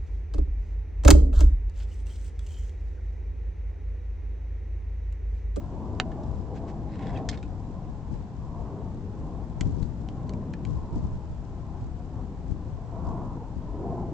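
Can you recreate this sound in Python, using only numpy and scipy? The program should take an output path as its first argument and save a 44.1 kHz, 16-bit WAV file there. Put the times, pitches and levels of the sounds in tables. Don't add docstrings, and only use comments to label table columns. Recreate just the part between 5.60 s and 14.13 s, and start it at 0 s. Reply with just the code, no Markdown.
import sys
import numpy as np
from scipy import signal
from scipy.fft import rfft, irfft, next_fast_len
from scipy.io import wavfile
from scipy.ndimage import uniform_filter1d, map_coordinates

SR = 44100
rng = np.random.default_rng(int(sys.argv[2]) if len(sys.argv) > 2 else 0)


def int16_out(signal):
    q = np.round(np.clip(np.atleast_2d(signal).T, -1, 1) * 32767)
    wavfile.write(sys.argv[1], SR, q.astype(np.int16))


N = 376173
TOP_HZ = 8750
# f/Hz, level/dB
ROAR_SPECTRUM = [(50, -33.5), (90, -1.5), (150, 2), (210, 0.5), (260, -1), (330, -6.5), (400, -13.5),
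                 (550, -16.5), (900, -49.5), (1500, -90.5)]


def amp(db):
    return 10 ** (np.asarray(db) / 20)


def unit(x):
    return x / np.sqrt(np.mean(x ** 2) + 1e-20)


def energy_one(x):
    return x / np.linalg.norm(x)


def along(points, hz):
    freqs, values = np.transpose(points)
    return np.interp(np.log(hz + 1), np.log(freqs + 1), values)


def curve(points):
    return np.interp(np.arange(N) / SR, *np.transpose(points))


def wobble(rate):
    values = rng.standard_normal(int(N * rate / SR) + 4)
    return map_coordinates(values, [np.arange(N) * rate / SR])


def swell(s, length):
    distance = 2 * (np.arange(N) / SR - s) / length
    return np.exp(-np.minimum(distance ** 2, 50))


def filtered(x, response):
    size = x.shape[-1]
    padded = next_fast_len(size + 8192)
    return irfft(rfft(x, padded) * response(np.fft.rfftfreq(padded, 1 / SR)), padded)[..., :size]


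def coloured(x, spectrum):
    return unit(filtered(x, lambda hz: amp(along(spectrum, hz))))


def pair(apart_db):
    mid, side = rng.standard_normal((2, N))
    return unit(np.array([mid + amp(apart_db) * side, mid - amp(apart_db) * side]))


def panned(lead_db):
    gains = amp(np.array([[.5], [-.5]]) * lead_db)
    return gains / gains.mean(axis=0)


def add(track, s, sound):
    part = track[round(s * SR):][:len(sound)]
    part += sound[:len(part)]


def pulse(spectrum, size=2048):
    cepstrum = irfft(np.log(amp(along(spectrum, np.fft.rfftfreq(size, 1 / SR)))))
    cepstrum[1:size // 2] *= 2
    cepstrum[size // 2 + 1:] = 0
    wave = filtered(irfft(np.exp(rfft(cepstrum))), lambda hz: hz < TOP_HZ)
    return wave / np.abs(wave).max()


def ringing(modes):
    t = np.arange(SR // 5) / SR
    return sum(amp(db + rng.standard_normal() - 60 * t / t60)
               * np.sin(2 * np.pi * (hz * t + rng.random())) for hz, db, t60 in modes)


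def burst(t60):
    t = np.arange(SR // 5) / SR
    spectrum = [(400, -19), (1500, -6), (8000, -18.5), (10000, -33.5)]  # f/Hz, level/dB
    return amp(-60 * t / t60) * coloured(rng.standard_normal(len(t)), spectrum)


def outdoors(x, wet_db):
    # f/Hz, t60/s
    fade_times = [(300, 0.11), (2500, 0.062), (8000, 0.047)]
    hz, t, bands = signal.stft(rng.standard_normal((2, SR // 5)), SR, nperseg=128)
    tail = signal.istft(bands * amp(-60 * t / along(fade_times, hz)[:, None]), SR, nperseg=128)[1]
    scatter = signal.fftconvolve(x[None], tail / np.linalg.norm(tail[0]), axes=1)[:, :N]
    return x + amp(wet_db) * scatter


def patchy(x, depth_db):
    bands = signal.stft(x, nperseg=2048)[2]
    patches = uniform_filter1d(rng.standard_normal(bands.shape[1:]), size=4, axis=0)
    patches = uniform_filter1d(patches, size=9, axis=1)
    return unit(signal.istft(bands * amp(depth_db * unit(patches)), nperseg=2048)[1][:, :N])


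def rushing():
    # peak t/s, relative level/dB, length/s, whistle against gust/dB
    gusts = [(0.445, -45, 1.32, -8.5), (1.087, -45.5, 0.7, -11.5), (1.558, -41, 0.56, -11),
             (2.2, -52.5, 0.37, -8), (3.122, -46.5, 0.66, -8), (3.73, -49, 0.46, -8),
             (4.748, -53, 1.1, -2.5), (5.32, -55, 0.55, 0), (6.144, -55.5, 0.26, 0),
             (6.59, -51, 0.15, -2.5), (7.583, -43.5, 0.75, -3.5), (8.323, -40, 0.6, -12)]
    # t/s, relative level/dB
    roar_levels = [(0.0, -42), (0.47, -39), (0.73, -42.5), (1.4, -39), (2.75, -45.5), (3.44, -42),
                   (3.59, -41.5), (4.13, -43.5), (4.37, -42), (4.75, -37.5), (5.25, -42), (5.56, -48),
                   (6.27, -47), (6.56, -41), (7.27, -46.5), (7.55, -37), (7.89, -45.5), (8.53, -37)]
    # f/Hz, level/dB
    hollow_spectrum = [(90, -19.5), (170, 1.5), (300, 1), (390, 2), (460, 0.5), (540, -4.5), (660, 0.5),
                       (730, -1), (800, -1), (900, -6), (1100, -20), (1450, -32.5), (4000, -59)]
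    whistle_spectrum = [(600, -39.5), (780, -14), (880, -1.5), (1030, 1.5), (1090, -3), (1160, -8.5),
                        (1400, -19), (2000, -44.5), (4000, -72.5)]
    hiss_spectrum = [(100, -3), (900, 10.5), (1500, 12.5), (2200, 5), (3500, 1.5), (6000, -2.5), (8000, -3)]
    gust_power, whistle_power = 0, amp(-59) ** 2
    for s, db, length, whistle_db in gusts:
        gust = amp(db) * swell(s, length) ** 2
        gust_power += gust ** 2
        whistle_power += (amp(whistle_db) * gust) ** 2
    gust_gain = np.sqrt(gust_power)
    roar_gain = np.hypot(amp(curve(roar_levels) + 1), amp(-3) * gust_gain)
    roar = roar_gain * coloured(pair(apart_db=-19.5), ROAR_SPECTRUM)
    hollow_gain = np.hypot(amp(-53), gust_gain) * amp(2.5 + 0.57 * wobble(14))
    hollow = hollow_gain * patchy(coloured(pair(apart_db=-15.5), hollow_spectrum), depth_db=2.5)
    whistle = patchy(coloured(pair(apart_db=-10.5), whistle_spectrum), depth_db=2.6)
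    whistle *= np.sqrt(whistle_power)
    hiss = amp(-62) * coloured(pair(apart_db=-1.5), hiss_spectrum)
    return roar * panned(1) + (hollow + whistle) * panned(-.5) + hiss * panned(0.93)


def buffeting():
    # peak t/s, level/dB, length/s, left minus right/dB
    buffets = [(2.3, -36, 0.044, 12), (2.543, -31.5, .11, 16), (3.01, -38, .08, 14), (4.064, -26, 0.22, 7),
               (4.223, -29, .22, 23), (4.412, -33.5, 0.043, 16), (5.1, -28.5, 0.15, 16),
               (5.192, -31.5, 0.18, 2.5), (5.369, -25.5, 0.13, 2.5), (5.453, -29, .1, 5),
               (5.543, -35, .12, -6), (5.71, -36.5, 0.089, -5), (6.244, -36, 0.1, -12),
               (6.915, -29, 0.094, 16), (7.485, -31.5, 0.16, 11), (7.975, -32, 0.046, 18)]
    # f/Hz, level/dB
    rumble_spectrum = [(12, -32.5), (22, -3.5), (40, -2), (58, 2.5), (75, -0.5), (110, -2), (160, -9),
                       (230, -21), (300, -24), (400, -29), (600, -39.5), (1100, -48), (1600, -55.5),
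                       (3000, -100)]
    fizz_spectrum = [(600, -1), (1500, -1.5), (3000, -1.5), (5000, 0.94), (8000, -1.1)]
    breeze = amp(-36.5 + 1.36 * wobble(11)) * panned(6.5)
    blows = np.sqrt(sum((amp(db) * panned(lead_db)) ** 2 * swell(s, length) ** 4
                        for s, db, length, lead_db in buffets))
    shared = coloured(rng.standard_normal(N), rumble_spectrum)
    swirls = shared + amp(-3.5) * coloured(rng.standard_normal((2, N)), rumble_spectrum)
    rumble = breeze * unit(np.tanh(swirls * 0.25))
    local_rumble = coloured(rng.standard_normal((2, N)), rumble_spectrum)
    local_roar = amp(-10) * coloured(rng.standard_normal((2, N)), ROAR_SPECTRUM)
    flutter = amp(4 * np.array([wobble(300), wobble(300)]))
    fizz = coloured(rng.standard_normal((2, N)) * flutter, fizz_spectrum)
    force = np.hypot(breeze, blows)
    fizz_gain = amp(-62.5) * (force / amp(-29)) ** 1.1
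    return rumble + blows * (local_rumble + local_roar) + fizz_gain * fizz


def thumps():
    # t/s, relative level/dB, centre f/Hz, left minus right/dB
    swirls = [(2.53, -23, 108, 13), (4.013, -14, 250, 29), (4.063, -17.5, 190, -6), (4.095, -19, 234, 12),
              (4.173, -21, 197, 21), (4.226, -25, 130, 14), (5.364, -17.5, 229, 4), (6.914, -20, 64, 19)]
    track, t = np.zeros((2, N)), np.arange(SR // 10) / SR
    for s, db, hz, lead_db in swirls:
        phase = 2 * np.pi * hz * t - np.pi
        pressure = amp(db) * phase * np.exp(-phase ** 2 / 2)
        for port, gain in zip(track, panned(lead_db)):
            add(port, s, gain * pressure)
    return filtered(track, lambda hz: 1 / (1 + (hz / 370) ** 8))


def rustles():
    # peak t/s, level/dB, length/s
    puffs = [(0.967, -59.5, 0.072), (1.094, -59, 0.07), (2.55, -70.5, 0.072)]
    spectrum = [(700, -10), (1700, 2), (4500, -6.5), (8000, -12), (10000, -39)]  # f/Hz, level/dB
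    track = np.zeros(N)
    for s, db, length in puffs:
        fade = np.hanning(int(length * SR))
        noise = coloured(rng.standard_normal(len(fade)), spectrum)
        add(track, s - length / 2, amp(db) * fade * noise)
    return track


def snap():
    # f/Hz, level/dB
    crack_spectrum = [(120, -12), (400, 3), (800, 5.5), (1500, 4.5), (2300, -1.5), (2850, 2.5), (3400, 2),
                      (3800, 1.5), (4500, 1), (5000, -14), (5600, -11.5), (7500, -15), (8800, -12)]
    # f/Hz, relative level/dB, t60/s
    gear_tones = [(740, -1, 0.097), (1320, 1.5, 0.036), (1440, -20, 0.039), (1620, -2, 0.029),
                  (1900, 5, 0.019), (2090, 0, 0.036), (2690, -11, .04), (3700, -11, 0.027),
                  (4480, 1, 0.022), (6060, -21, 0.055), (7060, -17, 0.055)]
    track, crack = np.zeros(N), pulse(crack_spectrum)
    add(track, 0.4, -amp(-6.5) * crack)
    add(track, 0.40022, amp(-13) * crack)
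    add(track, 0.4009, amp(-13) * crack)
    add(track, 0.4004, amp(-32) * ringing(gear_tones))
    return track


def nocking():
    # t/s, relative level/dB, click f/Hz, knock f/Hz, relative knock level/dB, knock t60/s
    ticks = [(4.007, -43, 7600, 1050, 3, .02), (4.0097, -27.5, 7250, 2070, -14, 0.012),
             (4.011, -33.5, 4150, 3220, -9, .005), (4.228, -44.5, 6300, 4150, -0.5, 0.007),
             (4.488, -41, 5300, 3170, 4, 0.0053), (4.6942, -39, 5870, 4500, -5.5, 0.007),
             (4.736, -44, 5500, 2400, -4, 0.007), (4.9353, -43, 7200, 2480, -1, 0.024),
             (4.938, -38.5, 4000, 1730, 0, .035), (5.0513, -39, 7000, 2270, 1, 0.0061)]
    track = np.zeros(N)
    for s, db, click_hz, knock_hz, knock_db, t60 in ticks:
        ring = ringing([(click_hz, 0, .0018), (knock_hz, knock_db + 1, t60)])
        contact = energy_one(ring) + amp(-4) * energy_one(burst(t60=0.016))
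        add(track, s, amp(db + 13) * contact)
    return track


def shaft_ring(pitch):
    # f/Hz, width/Hz, level/dB
    bands = [(1984, 500, 5.5), (2770, 420, -11), (3750, 640, 1)]
    turns = 2 * np.pi * np.cumsum(pitch) / SR
    return unit(sum(amp(db) * (wobble(width) * np.sin(hz * turns) + wobble(width) * np.cos(hz * turns))
                    for hz, width, db in bands))


def drawing():
    # t/s, level/dB
    slide_levels = [(1.28, -73), (1.354, -56.5), (1.38, -69), (1.386, -58), (1.506, -52), (1.514, -65),
                    (1.572, -53.5), (1.644, -80), (1.66, -68)]
    # f/Hz, level/dB
    scrape_spectrum = [(700, -23), (1400, 6), (2000, 3), (2700, 4.5), (3900, -4), (4700, -6), (6500, -12.5),
                       (8500, -11)]
    # t/s, level/dB, start f/Hz, end f/Hz, length/s
    squeaks = [(1.494, -52, 1870, 2100, 0.017), (1.552, -49, 2900, 2380, 0.018),
               (1.555, -49.5, 3440, 2930, 0.019), (1.569, -47, 2640, 2280, 0.013),
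               (1.571, -55, 3680, 3900, 0.0094)]
    fall_octaves_per_s, catches_per_s, settle_pitch = .9, 2000, 1.15
    t, start, end = np.arange(N) / SR, slide_levels[0][0], slide_levels[-1][0]
    slide_pitch = 1.08 * 2 ** (-fall_octaves_per_s * np.maximum(t - start, 0))
    pitch = np.where(t < end, slide_pitch, settle_pitch)
    catches = (rng.random(N) < catches_per_s / SR) * rng.standard_normal(N)
    rub = shaft_ring(pitch) + amp(3.5) * coloured(catches, scrape_spectrum)
    slips = amp(3 * wobble(350))
    sliding = ((t > start) & (t < end)) * amp(curve(slide_levels))
    settling = amp(-49) * swell(1.741, length=.045) ** 2
    track = (sliding + settling) * unit(rub * slips)
    for s, db, start_hz, end_hz, length in squeaks:
        hz = np.linspace(start_hz, end_hz, int(length * SR))
        add(track, s, amp(db) * np.hanning(len(hz)) * np.sin(2 * np.pi * np.cumsum(hz) / SR))
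    return track


def clacking():
    # t/s, relative level/dB, brightness/(dB per octave), pitch ratio
    clacks = [(0.5172, -41.5, -19, 0.84), (0.6345, -50.5, 5, 1.04), (1.3196, -52, -16, 1.2),
              (1.4048, -54, -13, 0.87), (1.533, -46, -5, 0.6), (1.573, -46.5, 3, 1.1),
              (1.6891, -21.5, 5.5, 1), (1.7745, -41, -4, 1.04), (1.8285, -38, -5.5, 0.69)]
    # f/Hz, relative level/dB, t60/s
    shaft_tones = [(1670, -8, 0.018), (2093, -9.5, .06), (2590, -13, .04), (3520, 6, 0.019),
                   (3900, -10, 0.024), (4180, -3, .03), (4670, -6, .03), (5420, 0, 0.022),
                   (6230, -16, 0.019), (6960, -7.5, 0.022), (7270, -14.5, 0.015), (8100, -15.5, 0.028)]
    first_gap_s, bounce_loss_db, pitch_scatter = .0062, 8, .09
    track = np.zeros(N)
    for s, db, tilt_db, pitch in clacks:
        for bounce in range(5):
            ratio = pitch * (1 + pitch_scatter * min(bounce, 1) * rng.standard_normal())
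            ring = ringing([(hz * ratio, level + tilt_db * np.log2(hz / 3500), t60)
                            for hz, level, t60 in shaft_tones])
            contact = energy_one(ring) + amp(-6) * energy_one(burst(t60=.028))
            delay = first_gap_s * bounce ** 2
            add(track, s + delay, amp(db + 11.5 - bounce_loss_db * bounce) * contact)
    return track


def scene():
    gear = outdoors(snap(), wet_db=-12) * panned(-3.5)
    gear += outdoors(clacking() + drawing() + rustles(), wet_db=-4) * panned(-0.91)
    gear += outdoors(nocking(), wet_db=-6.5) * panned(-.4)
    return gear + buffeting() + thumps() + rushing()


def record(dry):
    treble_gains = [(7500, 0.5), (8100, -5), (8700, -18.5)]  # f/Hz, level/dB
    soft = filtered(dry, lambda hz: amp(along(treble_gains, hz)))
    return filtered(soft, lambda hz: 1 / (1 + np.minimum(hz / TOP_HZ, 2) ** 100))


dry = scene()
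out = record(dry)
int16_out(out)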